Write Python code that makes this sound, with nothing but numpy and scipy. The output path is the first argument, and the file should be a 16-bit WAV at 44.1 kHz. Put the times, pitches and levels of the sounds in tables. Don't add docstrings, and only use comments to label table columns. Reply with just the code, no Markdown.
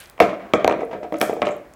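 import sys
import numpy as np
from scipy import signal
from scipy.fft import rfft, irfft
from scipy.io import wavfile

SR = 44100
rng = np.random.default_rng(int(sys.argv[2]) if len(sys.argv) > 2 else 0)


def voltage_ratio(decibels):
    exponent = np.asarray(decibels, float) / 20
    return 10 ** exponent


def transcribe(signal):
    frames = np.atleast_2d(signal).T
    limited = np.clip(frames, -1, 1)
    pcm = np.round(limited * 32767).astype(np.int16)
    wavfile.write(sys.argv[1], SR, pcm)


N = 77175

# frequency in Hz, level in dB per Hz.
ROOM_TONE = [(18, -25), (30, 8.5), (204, -4.5), (328, -6.5), (632, -4), (2290, -15), (2980, -24),
             (12300, -33.5), (16000, -28)]
# start in seconds, level in dB, T60 in seconds, pitch in Hz, width in octaves.
FIZZ = [(0.0, -50, 0.38, 9300, 1.2), (0.0, -43, 0.32, 2040, 1.73), (0.202, -40.5, 0.21, 8000, 1.7),
        (0.203, -36, 0.28, 4020, 1.05), (1.211, -34.5, 0.27, 9400, 0.91), (1.213, -40.5, 0.51, 5760, 1.1),
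        (1.455, -52.5, 0.35, 6700, 0.39), (1.507, -49, 0.14, 7140, 0.25), (0.535, -36.5, 0.11, 5730, 0.83),
        (0.799, -67, 0.63, 9050, 0.93), (.39, -40, 1, 490, 2.2), (.39, -50.5, 0.78, 1970, 0.87),
        (.93, -44, 0.27, 1470, 0.65), (1.225, -46.5, 0.35, 13400, 0.26)]
# start in seconds, level in dB, pitch in Hz, width in octaves.
TICKS = [(.002, -35.5, 9000, 0.89), (.0035, -36, 8500, 0.56), (.0095, -33, 9300, 0.98),
         (.0283, -52, 10000, 1.5), (.039, -41, 11000, .7), (.058, -37, 3000, 2), (.0735, -45, 9000, 1.6),
         (0.098, -33.5, 9350, 1.7), (.109, -46, 12500, .8), (.1785, -56, 9000, 2), (.5415, -37, 9000, 2.9),
         (.6958, -46, 10000, 1.5), (.712, -41, 6000, .8), (.7226, -41, 6000, 1), (.8067, -48, 6000, 0.35),
         (.8157, -57, 6500, .5), (.8375, -55, 6500, .4), (.85, -49.5, 10000, .3), (.9235, -53, 8000, 1.3),
         (0.931, -52, 5500, 0.43), (1.033, -46, 5500, .8), (1.0376, -55, 5500, .6), (1.042, -53, 7000, .8),
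         (1.124, -54, 11000, 1.2), (1.1294, -41.5, 10000, 1.6), (1.139, -47, 6000, 0.46),
         (1.1435, -48, 6500, .6), (1.157, -40.5, 3600, 0.47), (1.1633, -50, 6000, 2.3),
         (1.168, -46, 6200, 0.43), (1.1762, -48, 10000, 1.3), (1.1829, -39, 6000, 2),
         (1.187, -35, 8000, 1.8), (1.1998, -30.5, 9900, 1.4), (1.2054, -35, 8950, 2.4),
         (1.2293, -25, 7000, 3.6), (1.2986, -43, 6000, 1), (1.339, -39, 13500, 0.51),
         (1.4278, -51, 12000, 1.04), (1.4334, -48, 10000, 1.7), (1.4555, -42, 7500, 0.72),
         (1.4782, -49, 13000, .6), (1.488, -43, 7500, 1.6), (1.517, -52, 7500, .6),
         (1.5202, -54, 8500, 1.2), (1.5276, -50, 7500, .6), (1.5655, -45, 13000, .6),
         (1.5824, -54, 7000, .5), (1.682, -66.5, 8500, 0.46), (1.7372, -38.5, 7000, 2.2)]
# start in seconds, level
# in dB, pitch in Hz, width in octaves.
POPS = [
    (.2022, -24, 14000, 0.42),
    (.536, -33.5, 14400, .4),
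    (.6452, -21, 4140, 0.61),
    (.6772, -19, 3730, 0.29),
    (.6772, -21, 6260, 0.45),
    (1.2138, -26, 14000, 0.38),
    (1.2165, -25, 8850, 1.9),
    (1.2139, -15, 2290, 0.76),
    (1.2138, -21, 5000, 0.32),
]
# frequency in Hz, level in dB, T60 in seconds.
ROOM_TAIL = [(100, -23.5, 0.35), (225.6, -13, 0.55), (636, -31, 0.48), (1310, -18, 0.41),
             (2390, -29.5, 0.52), (4600, -33, 0.38), (8000, -24, 0.33), (14000, -48, 0.14)]
# frequency in Hz, width in Hz, level in dB.
HOLLOWS = [(590, 200, 9.5), (1200, 200, 0), (2190, 1030, 2.5), (3580, 1270, 5.5)]
# frequency in Hz, level in dB, T60 in seconds.
BODY_MODES = [(154.7, -20, 0.13), (218.3, -4, 0.072), (332, 2, 0.052), (402, -6, 0.046), (472, 0.5, 0.1),
              (1298, -6, 0.092), (590, -2, 0.088), (655, 4, 0.08), (715.3, -5, 0.19), (956, -2.5, 0.059),
              (1178, -2, 0.037), (2030, -2.5, 0.041), (2267, -2.5, 0.05), (2700, -14, 0.083)]
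# start in seconds, thud in dB, snap in dB, crack in dB, ring in dB.
KNOCKS = [(.1790, -34, -34, -51, -41), (0.191, -43, -36, -60, -27), (0.2018, -5, -3.5, -7.5, -3),
          (0.5356, 0.5, -7.5, -44, -4), (.6450, 0, -9.5, -18, -17.5), (.6770, -1.5, -10, -13, -14),
          (0.6963, -8, -16.5, -43, -35), (0.7111, -7, -18.5, -42, -16.5), (0.7238, -11.5, -22, -45, -21),
          (1.1230, -15.5, -30.5, -59, -18), (1.1415, -32, -29, -60, -17), (1.2135, -7, -7.5, -5, -12),
          (1.2264, -6.5, -24.5, -38, -18), (1.2950, -11.5, -31, -50, -16), (1.3290, -29, -29.5, -63, -17.5),
          (1.4184, -2, -14, -46, -14.5), (1.4270, -9.5, -16, -52, -11.5), (1.4690, -8, -19.5, -46, -16),
          (1.4790, -23, -25, -60, -14.5), (1.4888, -16.5, -23, -60, -17)]
# start in seconds, frequency in Hz, level in dB, T60 in seconds.
ACCENTS = [(.203, 475.7, -6, 0.15), (.203, 701.5, -7, 0.15), (.203, 681, -14, 0.31), (.537, 472, -10, 0.15),
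           (.537, 659, -24, 0.12), (.646, 471, -34, 0.56), (.678, 938, -11.5, 0.082),
           (.809, 500, -21.5, 0.076), (1.13, 316.7, -21, 0.14), (1.135, 589.7, -17, 0.18),
           (1.228, 636, -8, 0.044), (1.419, 590, -14, 0.11), (1.47, 590, -22, 0.17), (.33, 679, -29, 0.45),
           (.56, 655, -25, .5), (1.0, 614, -33, 0.55), (.93, 520, -28.5, 0.24), (.85, 460, -31.5, 0.61),
           (1.178, 590, -26, .2)]
# start in seconds, thud in dB.
REBOUNDS = [(.2105, -9.5), (0.2852, -23), (0.5434, -17), (0.5509, -10), (0.5568, -9.5), (0.653, -5),
            (.7915, -21), (0.8117, -19), (0.8192, -14), (0.9487, -14.5), (1.0423, -19.5), (1.3295, -15),
            (1.1405, -21.5), (1.2318, -17), (1.4338, -16.5), (1.4953, -14), (1.5155, -30)]
# start in seconds, thud in dB, scrape in dB, ring in dB.
BUMPS = [(.217, 1.5, -22, -16), (.29, -19, -36, -39), (.33, -17.5, -39.5, -17.5), (.595, -21.5, -38, -38),
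         (.74, -15, -67, -19), (.789, -27, -48, -18), (.8075, -16.5, -42, -18.5), (.83, -25.5, -61, -18.5),
         (.894, -27.5, -56, -39), (.911, -40, -44.5, -23.5), (.929, -15, -42, -17.5),
         (.948, -17, -56, -18.5), (1.029, -19.5, -43, -21.5), (1.045, -20, -60, -21.5),
         (1.088, -65, -60, -37), (1.155, -42, -42.5, -36), (1.207, -18.5, -29.5, -50),
         (1.309, -11.5, -63, -53), (1.366, -16, -56, -21.5), (1.395, -22, -65, -43), (1.45, -21, -32, -24),
         (1.515, -36, -48, -42), (1.54, -30, -68, -47), (1.58, -30, -67, -51)]


def fade(t, t60):
    return np.exp(-np.log(1000) * t / max(t60, .001))


def band(x, hz, width):
    edges = np.clip([hz * 2 ** (-width / 2), hz * 2 ** (width / 2)], 10, SR * .49)
    return signal.sosfilt(signal.butter(2, edges, "band", fs=SR, output="sos"), x)


def treble_cut(x, hz):
    return signal.sosfilt(signal.ellip(8, .2, 50, hz, fs=SR, output="sos"), x)


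def unit(x):
    return x / np.sqrt(np.mean(x ** 2))


def add(out, s, x):
    i = max(int(s * SR), 0)
    out[i:i + len(x)] += x[:N - i]


def read(table, hz, column):
    table = np.array(table, float)
    return np.interp(np.log(hz), np.log(table[:, 0]), table[:, column])


def room_tone():
    hz = np.maximum(np.fft.rfftfreq(N, 1 / SR), 10)
    hum = unit(irfft(rfft(rng.standard_normal(N)) * voltage_ratio(read(ROOM_TONE, hz, 1)), N))
    hiss = rng.standard_normal(N)
    return treble_cut(voltage_ratio(-50) * hum + voltage_ratio(-74.5) * hiss, 15900)


def fizz():
    out, t = np.zeros(N), np.arange(SR // 2) / SR
    for s, db, t60, hz, width in FIZZ:
        noise = rng.standard_normal(len(t))
        grain = voltage_ratio(2.2 * np.repeat(noise[::-60], 60)[:len(t)])
        bubbles = unit(treble_cut(band(noise * grain, hz, width), 15800))
        rise = np.minimum(t / (0.0096 * t60), 1)
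        add(out, s, voltage_ratio(db) * bubbles * fade(t, t60) * rise)
    return out


def burst(noise, t, t60, hz, width, rise=0.00021):
    x = band(noise * fade(t, t60) * np.minimum(t / rise, 1), hz, width)
    return x / np.abs(x).max()


def ticks_and_pops():
    out, t = np.zeros(N), np.arange(1500) / SR
    for s, db, hz, width in TICKS + POPS:
        noise = rng.standard_normal(len(t))
        add(out, s, voltage_ratio(db + 3.5) * burst(noise, t, 0.0055, hz, width))
    return out


def room(x):
    t, tail = np.arange(int(.8 * SR)) / SR, 0
    for hz in 70 * 2 ** np.arange(0, 8, .5):
        noise = band(rng.standard_normal(len(t)), hz, 0.44)
        tail = tail + noise * voltage_ratio(read(ROOM_TAIL, hz, 1)) * fade(t, read(ROOM_TAIL, hz, 2))
    f = np.fft.rfftfreq(len(t), 1 / SR)
    colour_db = sum(db / (1 + (2 * (f - hz) / width) ** 4) for hz, width, db in HOLLOWS)
    tail = irfft(rfft(tail) * voltage_ratio(colour_db), len(t))
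    arrival = np.clip((t - .003) / 0.0025, 0, 1)
    return signal.fftconvolve(x, tail * arrival * voltage_ratio(-14.0))[:N]


def thud(t, db):
    late = t - 0.002106
    push = -np.cos(2 * np.pi * 580 * late) * np.exp(-(late / 0.00098) ** 2)
    boom = voltage_ratio(-29 + db + 1.0) * np.sin(2 * np.pi * 85 * t) * fade(t, 0.079)
    return voltage_ratio(db) * (push + boom)


def ring(t, db, chance):
    soft_tilt = 0.34
    scatter_db, detune = 4, 0.007
    out = np.zeros(len(t))
    for k, (hz, mode_db, t60) in enumerate(BODY_MODES):
        blow_db = db * (1 + soft_tilt * abs(np.log2(hz / 600)))
        level = voltage_ratio(mode_db + blow_db - 9 + scatter_db * chance[2 * k])
        pitch = hz * (1 + detune * chance[2 * k + 1])
        out += level * fade(t, t60) * np.sin(2 * np.pi * pitch * t + 3 * chance[k])
    return np.minimum(t / 0.0015, 1) * out


def knocks():
    blows, rings, t = np.zeros(N), np.zeros(N), np.arange(SR // 3) / SR
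    for s, thud_db, snap_db, crack_db, ring_db in KNOCKS:
        noise = rng.standard_normal(len(t))
        snap = burst(noise, t, 0.011, 2028, 0.77) + voltage_ratio(-4.5) * burst(noise, t, 0.014, 1202, 0.38)
        crack = burst(noise, t, 0.0034, 4700, 0.51) + voltage_ratio(-2.5) * burst(noise, t, 0.0034, 10700, 0.53)
        add(blows, s, thud(t, thud_db) + voltage_ratio(snap_db + 2.0) * snap + voltage_ratio(crack_db - 7) * crack)
        add(rings, s, ring(t, ring_db, noise[::-1]))
    return blows, rings


def accents():
    out, t = np.zeros(N), np.arange(SR // 2) / SR
    wobble_hz, wobble = 21.9, 0.53
    for s, hz, db, t60 in ACCENTS:
        grip = wobble * np.minimum(t / 0.033, 1)
        level_shake, phase_shake = [unit(band(v, wobble_hz, 1.54)) * grip
                                    for v in rng.standard_normal((2, len(t)))]
        turn = 2 * np.pi * hz * t
        wave = (1 + level_shake) * np.sin(turn) + phase_shake * np.cos(turn)
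        add(out, s, voltage_ratio(db) * wave * fade(t, t60) * np.minimum(t / 0.0046, 1))
    return out


def rebounds():
    out, t = np.zeros(N), np.arange(SR // 3) / SR
    for s, thud_db in REBOUNDS:
        add(out, s, thud(t, thud_db))
    return out


def bumps():
    blows, rings, t = np.zeros(N), np.zeros(N), np.arange(SR // 3) / SR
    for s, thud_db, scrape_db, ring_db in BUMPS:
        noise = rng.standard_normal(len(t))
        scrape = burst(noise, t, 0.16, 1606, 1.45, rise=0.0016)
        add(blows, s, thud(t, thud_db) + voltage_ratio(scrape_db + 7.0) * scrape)
        add(rings, s, ring(t, ring_db, noise[::-1]))
    return blows, rings


def scene():
    knock_blows, knock_rings = knocks()
    bump_blows, bump_rings = bumps()
    near = knock_blows + bump_blows + rebounds() + fizz() + ticks_and_pops()
    rings = knock_rings + bump_rings + accents()
    answer = room(near + voltage_ratio(-8.5) * rings)
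    return (near + rings + answer + room_tone())[None]


def band_limit(x):
    return signal.sosfilt(signal.butter(12, 17320, fs=SR, output="sos"), x)


def record(dry):
    x = dry / (1 + np.abs(dry / .9) ** 6) ** (1 / 6)
    x = signal.sosfilt(signal.butter(4, 50, "high", fs=SR, output="sos"), x)
    x = signal.sosfilt(signal.ellip(12, .2, 90, 16950, fs=SR, output="sos"), x)
    return band_limit(x)


dry = scene()
out = record(dry)
transcribe(out)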